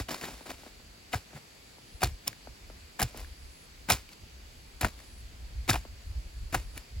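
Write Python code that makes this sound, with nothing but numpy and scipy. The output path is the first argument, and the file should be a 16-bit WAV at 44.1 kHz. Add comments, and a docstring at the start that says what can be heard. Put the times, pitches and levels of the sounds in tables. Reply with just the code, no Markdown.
"""In a forest, a long-handled hoe chops into a bank of packed earth near a two-port microphone.
Each blow mixes crackling soil (shaped noise), short cracks (noise and a brief tone), a knock of the
blade (ringing modes) and a thud through the ground (a sinking low tone with a rumble of noise).
Loose soil slides and clods drop after it. Behind, low air buffets the ports, leaves hiss far off
and an insect's buzz swells and stops (all shaped noise)."""
import sys
import numpy as np
from scipy import signal
from scipy.fft import rfft, irfft, next_fast_len
from scipy.io import wavfile
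from scipy.ndimage import uniform_filter1d, map_coordinates

SR = 44100
rng = np.random.default_rng(int(sys.argv[2]) if len(sys.argv) > 2 else 0)


def to_wav(s):
    """Save 16-bit WAV."""
    ch = np.atleast_2d(s).T  # columns
    pcm = np.round(np.clip(ch, -1, 1) * 32767)  # PCM
    wavfile.write(sys.argv[1], SR, pcm.astype(np.int16))


N = 308700  # samples: 7 seconds

# Levels in the tables are relative: each source sets its final loudness in its function.
# bursts of breaking or sliding soil: peak t/s, rise t/s, grit level/dB, clods level/dB, grit's 60 dB decay t/s
SOIL_BURSTS = [(0.001, .01, -35, -31, 0.1), (0.088, .006, -42, -38, 0.41), (0.115, .025, -40, -39, 0.48),
               (0.214, .005, -45, -42, 0.46), (0.242, .025, -45, -43, 0.32),
               (0.286, 0.015, -50.5, -48.5, 0.8), (0.462, .008, -48, -47, 0.39),
               (0.506, 0.015, -37.5, -36, 0.1), (0.6, .03, -54, -62, 0.71), (0.67, .05, -57, -56, 0.11),
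               (1.137, 0.024, -32.5, -32, 0.17), (1.377, 0.17, -51.5, -49, 0.18),
               (2.02, 0.014, -36, -38.5, 0.24), (2.034, 0.0082, -29, -22, 0.13),
               (2.276, 0.018, -36.5, -42.5, 0.12), (2.996, .008, -37, -36.5, 0.36),
               (3.029, 0.04, -34, -26.5, 0.054), (3.18, 0.055, -46, -50.5, 0.49),
               (3.889, 0.0089, -35.5, -33, 0.31), (3.903, 0.0083, -13, -14, 0.061),
               (3.921, .012, -30, -39, 0.13), (4.134, 0.071, -51.5, -72, 0.045),
               (4.812, 0.0054, -32, -29, 0.24), (4.849, 0.018, -38.5, -23, 0.11),
               (4.995, 0.08, -56, -57.5, 0.53), (5.68, .005, -48, -38, 0.21),
               (5.698, 0.018, -20.5, -26, 0.093), (5.735, 0.022, -38.5, -40, 0.25),
               (5.76, 0.05, -46, -33, 0.07), (6.547, 0.0074, -32, -21.5, 0.1),
               (6.529, .008, -41.5, -37.5, .4), (6.774, 0.05, -46, -49.5, 0.21)]
# breaking stones, roots and crust: t/s, level/dB, f/Hz, fizz against snap level/dB,
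# left-right level/dB (half of it is applied)
FRACTURES = [(0.0858, -29, 2980, -17, -2), (0.092, -24, 4550, -28, -4), (0.1064, -24, 3020, -30, -10),
             (0.1164, -24.5, 5450, -32, -2), (0.128, -27, 4970, -20, -3), (0.147, -29, 4340, -21, -4),
             (0.212, -23.5, 1860, -21, -2), (0.242, -24, 1820, -28, -.5), (0.2527, -30, 3770, -28, -4),
             (0.5019, -29.5, 2930, -28, -3), (1.13, -22, 2990, -21, 2.5), (1.1341, -18, 1700, -24, -3),
             (1.1454, -19.5, 1560, -24, 5), (2.0074, -32, 2870, -18, 1), (2.0188, -20.5, 1660, -14, 5),
             (2.0328, -22.5, 1520, 1.5, 0), (2.0351, -13, 4440, -10, -5), (2.044, -15.5, 4250, -19, 0),
             (2.2739, -22.5, 3400, -19, 1), (2.2779, -12.5, 5410, -5, -6), (2.329, -34, 1670, -18, 7),
             (2.9938, -19, 1620, -16, 3.5), (2.9983, -22, 3300, -3, -2), (3.0062, -21, 2180, -7, 1.5),
             (3.0178, -17, 1640, -5, -3), (3.027, -9, 5120, -15, -4), (3.0318, -26, 3100, 4, .5),
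             (3.1743, -41.5, 3020, 5.5, -1), (3.2018, -36, 2210, -6, 1), (3.246, -37.5, 1700, -26, 4),
             (3.8868, -22, 2270, -30, 3), (3.898, -23, 1500, -20, 0), (3.9005, -8.5, 3810, -8.5, 0),
             (3.9081, -12.5, 2400, -9, -17), (3.9203, -9, 5470, -15, -2), (3.9332, -18, 4900, -11, 0),
             (4.0902, -36, 2330, -16, .5), (4.1313, -37, 4450, -20, -.5), (4.81, -21.5, 3960, -16, 1.5),
             (4.8131, -19.5, 1790, -4.5, -1), (4.83, -22, 1770, -27, 0), (4.8464, -12, 1400, -28, 10),
             (4.852, -19, 1770, -15, -3), (4.9897, -36, 1700, -20, 2), (5.678, -27.5, 2310, -14, 2),
             (5.69, -16.5, 2180, -18, 3), (5.6937, -17, 2020, -26, 10), (5.6965, -9, 3800, -29, -.5),
             (5.7028, -7.5, 4770, -28, 0), (5.712, -16.5, 1640, -22, 5), (5.7312, -17, 3420, -20, 4),
             (5.7412, -18, 1580, -18, 2), (5.7555, -22, 2470, -22, 2), (6.525, -31, 2400, -11, 0),
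             (6.5312, -26, 2000, -14, 1), (6.5377, -32, 1590, -22, 4), (6.5439, -15.5, 1450, -13, 6),
             (6.5476, -12, 1680, -14, -8), (6.777, -25.5, 1820, -8.5, 1)]
# blows that set the blade ringing: t/s, level/dB
BLADE_KNOCKS = [(0.088, -29.5), (0.212, -40), (0.505, -30), (1.125, -41), (1.136, -20), (1.14, -19.5),
                (2.019, -21.5), (2.03, -14.5), (2.035, -15), (2.998, -23), (3.016, -20.5), (3.025, -22),
                (3.888, -26), (3.896, -21), (3.904, -12), (4.812, -25.5), (4.831, -23), (4.845, -18),
                (5.693, -16.5), (5.747, -24.5), (5.758, -21), (6.532, -31), (6.544, -20.5), (6.548, -19)]
# ringing modes of the blade: f/Hz, width f/Hz, level/dB
BLADE_MODES = [(265, 53, -13.5), (725, 79, 8), (970, 117, -0.5), (1273, 140, 2), (1770, 670, -4),
               (2450, 180, 1)]
# clods landing on loose soil: t/s, level/dB
CLOD_LANDINGS = [(0.284, -37), (0.409, -41.5), (0.458, -39), (0.535, -51), (0.588, -50), (0.634, -44.5),
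                 (0.663, -38.5), (0.799, -49), (1.331, -41.5), (1.783, -46.5), (2.281, -45), (2.472, -38.5),
                 (2.699, -40), (3.145, -37), (3.158, -46), (3.205, -46), (5.851, -40.5)]
# pushes through the ground as the blade stops: t/s, level/dB, settled f/Hz, 60 dB decay t/s
GROUND_THUDS = [(0.007, -26.5, 59.7, 0.066), (1.152, -26, 98, 0.056), (1.349, -42.5, 139, 0.11),
                (2.038, -20, 84, 0.063), (2.054, -25, 59.6, 0.12), (2.288, -41.5, 88, 0.049),
                (3.024, -19.5, 46, 0.046), (3.034, -27, 115, 0.086), (3.916, -24.5, 94, 0.064),
                (3.942, -30, 61.9, 0.071), (4.834, -23, 66, 0.12), (4.853, -29, 60.4, 0.065),
                (5.704, -24.5, 96.9, 0.11), (5.776, -37, 59, 0.12), (6.556, -27, 46.3, 0.054),
                (6.558, -31.5, 111, 0.08)]
# tone colour of fine grit: f/Hz, level/dB
GRIT_COLOUR = [(800, 0.5), (2000, -0.5), (3200, 0.5), (4800, 0.5), (6200, -3.5), (8000, -3), (11000, -8),
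               (15500, -11)]
# tone colour of crumbling clods: f/Hz, level/dB
CLOD_COLOUR = [(100, -8.5), (250, 2.5), (480, -5.5), (730, -4), (1300, -10), (2000, -9.5), (4000, -32)]
# how the bank reaches the two ports: f/Hz, left-right level/dB
LEFT_LOUDER = [(60, 16), (150, 2.5), (380, -0.5), (950, 5.5), (2380, 1.5), (5980, -0.5), (15000, 2.5)]
# how far the left port leads the right one: f/Hz, phase/rad
LEFT_LEAD = [(60, -0.2), (860, 0.5), (2150, 1.5), (4100, 0.37), (6700, 1.5), (9100, -5), (11200, -5),
             (13300, -10), (15500, -13.5)]
# puffs of air on the ports: peak t/s, level/dB, half length t/s
AIR_PUFFS = [(0.342, -51, .08), (0.532, -50, 0.056), (1.948, -39, 0.017), (2.117, -32.5, 0.042),
             (2.505, -41, 0.047), (2.67, -49, .09), (2.846, -52, 0.052), (3.23, -40, 0.088),
             (3.318, -41, 0.015), (3.442, -39.5, 0.073), (3.777, -52, 0.22), (4.231, -43, 0.034),
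             (4.577, -50, 0.064), (4.674, -46, 0.023), (4.755, -43, 0.022), (5.112, -56, 0.074),
             (5.232, -44, 0.057), (5.443, -41.5, 0.056), (5.583, -36, 0.057), (5.76, -33, 0.064),
             (5.93, -46.5, 0.074), (6.072, -35, 0.035), (6.117, -36, .06), (6.183, -29.5, 0.031),
             (6.265, -35.5, 0.028), (6.369, -38.5, 0.04), (6.434, -28.5, 0.052), (6.526, -40, .05),
             (6.582, -37, 0.079), (6.654, -37.5, 0.067), (6.768, -41, 0.046), (6.97, -32.5, 0.069)]
# low air between the puffs: t/s, level/dB
AIR_BREEZE = [(0.0, -60), (0.92, -55), (2.9, -55.5), (3.25, -49), (3.55, -55), (4.25, -51), (5.83, -44),
              (6.14, -56), (6.49, -47.5), (7.0, -56)]
# tone colour of the buffeting air: f/Hz, level/dB
AIR_COLOUR = [(12, -40), (20, 4.5), (66, -0.5), (80, -7), (205, -29.5), (250, -27), (320, -48), (550, -120)]
# tone colour of the leaves: f/Hz, level/dB
LEAF_COLOUR = [(60, 0), (150, -2.5), (300, -6), (700, -9), (1100, -13), (2400, -10), (3300, -13.5),
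               (4100, -12.5), (4600, -8), (5200, -14.5), (6300, -16.5), (10000, -19), (15500, -26.5)]
# far sound at the two ports: f/Hz, left-right likeness (1 same, -1 opposite; limited to that range)
FAR_LIKENESS = [(60, 0.62), (250, 0.88), (600, -0.19), (1500, -0.13), (3100, 0.28), (5500, 0.04),
                (7000, 0.54), (8000, 0.77), (9100, -1.95), (10000, -0.37), (11000, 0.8), (12200, -0.051),
                (13300, -1.2), (14400, 0.37), (15500, 0.74)]

RISE_DB = 26  # climb of a soil burst over its rise
CLODS_SHORTER = 0.58  # clods die in this share of the grit's time
TRICKLE_DB, TRICKLE_T60_S = -25, 0.23  # loose grit after a burst: level against the burst, decay
CRACK_T60_S, FIZZ_T60_S = 0.012, 0.0086
PUSH_S = 0.0026  # time for the push on the blade to fall to about a third
DROP_T60_S = 0.048
SHAKE_DB, SHAKE_T60_S = -13, 0.13  # ground rumble after a thud: level against the thud, decay
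PUFF_DB = 20  # fall from a puff's peak over its half length
SONG_END_S, SONG_EVERY_S = 0.52, 1.565  # the insect's first stop, time from stop to stop
STOP_S = 0.064  # time for the insect to fall by 60 dB
SONG_DB, SWELL_DB_PER_S = -60, 25  # the buzz: level at a stop, swell towards it
DRONE_DB, DRONE_DB_PER_S = -72, 7  # the thin note: level at a stop, swell towards it
BUZZ_HZ, BUZZ_WIDTH_HZ, DRONE_HZ, DRONE_WIDTH_HZ = 9600, 1700, 9570, 200
LOW_CUT_HZ, TOP_HZ = 32, 16000


def amp(db):
    """Turn a level in dB into a gain."""
    return 10 ** (np.asarray(db) / 20)


def unit(x):
    """Scale x to an average (rms) strength of 1."""
    return x / np.sqrt(np.mean(x ** 2) + 1e-20)


def decay(t, t60):
    """Die away by 60 dB in t60 seconds."""
    return amp(-60 * t / t60)


def onset(t, seconds):
    """Start softly from silence instead of with a click."""
    return 1 - np.exp(-t / seconds)


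def along(points, hz):
    """Read a curve of (Hz, value) points on a log frequency axis."""
    f, v = np.transpose(points)
    return np.interp(np.log(hz + 1), np.log(f + 1), v)


def colour(points):
    """Make a filter from a table of levels over frequency."""
    return lambda hz: amp(along(points, hz))


def wobble(rate):
    """Draw a smooth random curve with rate knots a second."""
    knots = rng.standard_normal(int(N * rate / SR) + 4)
    return map_coordinates(knots, [np.arange(N) * rate / SR])


def filtered(x, response):
    """Filter x by a function of frequency that gives gain and phase."""
    m = next_fast_len(N + 8192)  # room for the filter to ring past the end
    return irfft(rfft(x, m) * response(np.fft.rfftfreq(m, 1 / SR)), m)[..., :N]


def resonance(f, hz, width):
    """One ringing mode: strongest at hz, and shorter when its width is larger."""
    return 1j * f * width / (hz * hz - f * f + 1j * f * width)


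def bursts():
    """Each soil burst climbs, breaks and dies, and loose grit trickles after it."""
    grit, clods = np.zeros((2, N))
    for s, rise, grit_db, clods_db, t60 in SOIL_BURSTS:
        first = max(round((s - rise) * SR), 0)
        t = np.arange(first, min(first + SR, N)) / SR - s
        climb = amp(RISE_DB * np.minimum(t, 0) / rise)
        after = np.maximum(t, 0)
        trickle = amp(TRICKLE_DB) * decay(after, TRICKLE_T60_S)
        grit[first:first + SR] += climb * amp(grit_db) * (decay(after, t60) + trickle)
        clods[first:first + SR] += climb * amp(clods_db) * decay(after, CLODS_SHORTER * t60)
    return grit, clods


def grains(spectrum, per_second, spread_db, smooth):
    """Soil breaks in random snaps of nearly equal size, on a bed of fine noise."""
    chance = rng.random((3, N))
    happens = chance[0] < per_second / SR
    size = amp(-spread_db * np.log(chance[2] + 0.1))
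    snaps = happens * np.sign(chance[1] - 0.5) * size
    mix = unit(snaps) + smooth * rng.standard_normal(N)
    return unit(filtered(mix, colour(spectrum)))


def packed(gain, full_db):
    """Packed soil yields less and less under the full blow, so its gain levels off at full_db."""
    return gain / (1 + gain / amp(full_db))


def soil():
    """Fine grit crackles high and clods crumble low, both in the same uneven lumps."""
    grit, clods = bursts()
    lumps = wobble(200)
    crackle = unit(amp(1.64 * lumps) * grains(GRIT_COLOUR, 1800, spread_db=1.5, smooth=0.48))
    crumble = unit(amp(3.1 * lumps) * grains(CLOD_COLOUR, 600, spread_db=0.5, smooth=0.61))
    fine = packed(grit, full_db=-10.5) * crackle
    coarse = packed(clods, full_db=-16.0) * crumble
    return amp(-2.5) * fine + amp(-1.0) * coarse


def cracks():
    """A fracture is a dying burst of noise and tone around its own pitch, with a fizz above."""
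    snaps, fizz = np.zeros((2, 2, N + SR))
    t = np.arange(2048) / SR
    f = np.fft.rfftfreq(len(t), 1 / SR)
    for s, db, hz, fizz_db, pan_db in FRACTURES:
        at = round(s * SR)
        side = amp([[pan_db / 4], [-pan_db / 4]])
        noise = rng.standard_normal((2, len(t)))
        crunch = unit(irfft(rfft(noise[0]) * resonance(f, hz, 0.81 * hz)))
        # the first break is one clean snap that rings briefly
        snap = 0.72 * crunch + 0.77 * np.sin(2 * np.pi * hz * t)
        fade = amp(db) * decay(t, CRACK_T60_S) * onset(t, 0.00076)
        fizz_fade = amp(db + fizz_db) * decay(t, FIZZ_T60_S) * onset(t, 0.00042)
        snaps[:, at:at + len(t)] += side * fade * snap
        fizz[:, at:at + len(t)] += side * fizz_fade * noise[1]
    bright = filtered(fizz[:, :N], lambda hz: resonance(hz, 9600, 11000) ** 2)
    return amp(-2) * snaps[:, :N] + amp(9) * bright


def blade():
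    """A rough, dying push drives the soil-damped modes of the steel."""
    force, t = np.zeros(N + SR), np.arange(SR // 20) / SR
    for s, db in BLADE_KNOCKS:
        push = rng.standard_normal(len(t)) * np.exp(-t / PUSH_S)
        push[:24] += 2.5 * np.hanning(24)  # a smooth first nudge of about half a millisecond
        force[round(s * SR):][:len(t)] += amp(db) * push / np.linalg.norm(push)

    def steel(f):
        """Add up the modes, every second one pushing the opposite way."""
        return sum((-1) ** k * amp(db) * resonance(f, hz, width)
                   for k, (hz, width, db) in enumerate(BLADE_MODES))
    return amp(19.0) * filtered(force[:N], steel)


def drops():
    """A clod breaks on loose soil: a dull, rough knock whose pitch sags as it sinks in."""
    out, t = np.zeros(N + SR), np.arange(2048) / SR
    f = np.fft.rfftfreq(len(t), 1 / SR)
    # the pitch sags from about 1290 Hz to 226 Hz
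    cycles = 225.72 * t + 2.45241 * onset(t, 0.0023)
    fade = amp(-0.5) * decay(t, DROP_T60_S) * onset(t, 0.00069)
    for s, db in CLOD_LANDINGS:
        crumbs = unit(irfft(rfft(rng.standard_normal(len(t))) * resonance(f, 600, 1130) ** 2))
        knock = np.sin(2 * np.pi * cycles) + 0.38 * crumbs
        out[round(s * SR):][:len(t)] += amp(db) * fade * knock
    return out[:N]


def ports(x, diffuse_db):
    """A near source reaches the ports with unlike level and phase; the bank scatters a little of it."""
    def left_and_right(hz):
        """Give half of the difference to each port."""
        half = amp(along(LEFT_LOUDER, hz) / 2) * np.exp(0.5j * along(LEFT_LEAD, hz))
        return np.array([half, 1 / half])
    direct = filtered(x, left_and_right)
    t = np.arange(SR // 10) / SR
    tail = rng.standard_normal((2, len(t))) * decay(t, 0.013)
    scatter = signal.fftconvolve(x, tail / np.linalg.norm(tail[0]), axes=1)[:, :N]
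    return direct + amp(diffuse_db) * filtered(scatter, lambda hz: resonance(hz, 2060, 3100))


def thuds():
    """The packed ground swings and dies away, sinking in pitch, and rumbles on."""
    ground, shake = np.zeros((2, N + SR))
    t = np.arange(SR // 2) / SR
    for s, db, hz, t60 in GROUND_THUDS:
        at = round(s * SR)
        start = amp(db + 7.5) * onset(t, 0.0021)
        phase = 2 * np.pi * hz * (t + 0.0025 * onset(t, 0.04))  # begins about 6 % sharp
        ground[at:][:len(t)] += start * decay(t, t60) * np.sin(phase)
        shake[at:][:len(t)] += start * amp(SHAKE_DB) * decay(t, SHAKE_T60_S)
    rumble = unit(filtered(rng.standard_normal(N), lambda hz: resonance(hz, 55, 47) ** 2))
    return ground[:N] + shake[:N] * rumble


def gusts():
    """A wavering breeze, with puffs that swell and fade alike."""
    t = np.arange(N) / SR
    puffs = sum(amp(db - PUFF_DB * ((t - s) / half) ** 2) for s, db, half in AIR_PUFFS)
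    breeze_s, breeze_db = np.transpose(AIR_BREEZE)
    breeze = amp(np.interp(t, breeze_s, breeze_db))
    return puffs + breeze * amp(-3.0 + 5.3 * wobble(8.8))


def buffet():
    """Slow eddies press on both ports almost alike, as low noise with its swings evened out."""
    eddies = filtered(rng.standard_normal((2, N)), colour(AIR_COLOUR))
    size = np.abs(signal.hilbert(eddies[0]))
    evened = eddies[0] / (size + 1.25 * size.mean())
    common = unit(filtered(evened, lambda hz: resonance(hz, 52.8, 115) ** 2))
    apart = amp(-14) * unit(eddies[1])
    return amp(0.5) * gusts() * (common + [apart, -apart])


def far(pair):
    """Far sound is partly alike at the ports: blend a shared noise with an opposed one by frequency."""
    def blend(hz):
        """The likeness sets the shares of the shared and the opposed noise."""
        turn = np.arccos(np.clip(along(FAR_LIKENESS, hz), -1, 1)) / 2
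        return np.array([np.cos(turn), np.sin(turn)])
    mid, side = filtered(pair, blend)
    return np.array([mid + side, mid - side])


def leaves():
    """Far leaves hiss: noise made uneven in soft patches of time and pitch."""
    z = signal.stft(rng.standard_normal((2, N)), nperseg=512)[2]
    field = uniform_filter1d(rng.standard_normal(z.shape[1:]), size=8, axis=0)  # smooth over pitch
    field = uniform_filter1d(field, size=16, axis=1)  # smooth over time
    patchy = signal.istft(z * amp(0.84 * unit(field)), nperseg=512)[1][:, :N]
    hiss = unit(far(filtered(patchy, colour(LEAF_COLOUR))))
    return amp(-54 + 0.33 * wobble(1.3)) * hiss


def song(stop_db, swell_db_per_s):
    """The insect swells steadily, stops short and starts again."""
    since = (np.arange(N) / SR - SONG_END_S) % SONG_EVERY_S
    swell = amp(-swell_db_per_s * (SONG_EVERY_S - since))
    return amp(stop_db) * (swell + decay(since, STOP_S))


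def insect():
    """A wide band of noise buzzes over a thin, narrow one."""
    noise = rng.standard_normal((2, 2, N))
    buzz = unit(filtered(noise[0], lambda hz: resonance(hz, BUZZ_HZ, BUZZ_WIDTH_HZ) ** 3))
    drone = unit(filtered(noise[1], lambda hz: resonance(hz, DRONE_HZ, DRONE_WIDTH_HZ) ** 2))
    return far(song(SONG_DB, SWELL_DB_PER_S) * buzz + song(DRONE_DB, DRONE_DB_PER_S) * drone)


def scene():
    """Hoe and soil near by, ground and air below, forest behind."""
    near = cracks() + soil() + blade() + drops()
    return ports(near, diffuse_db=-11) + thuds() + buffet() + leaves() + insect()


def record(dry):
    """The recorder cuts the lowest rumble and keeps nothing from its band limit up."""
    return filtered(dry, lambda hz: (1j * hz / (LOW_CUT_HZ + 1j * hz)) ** 3 * (hz < TOP_HZ))


dry = scene()
out = record(dry)
to_wav(out)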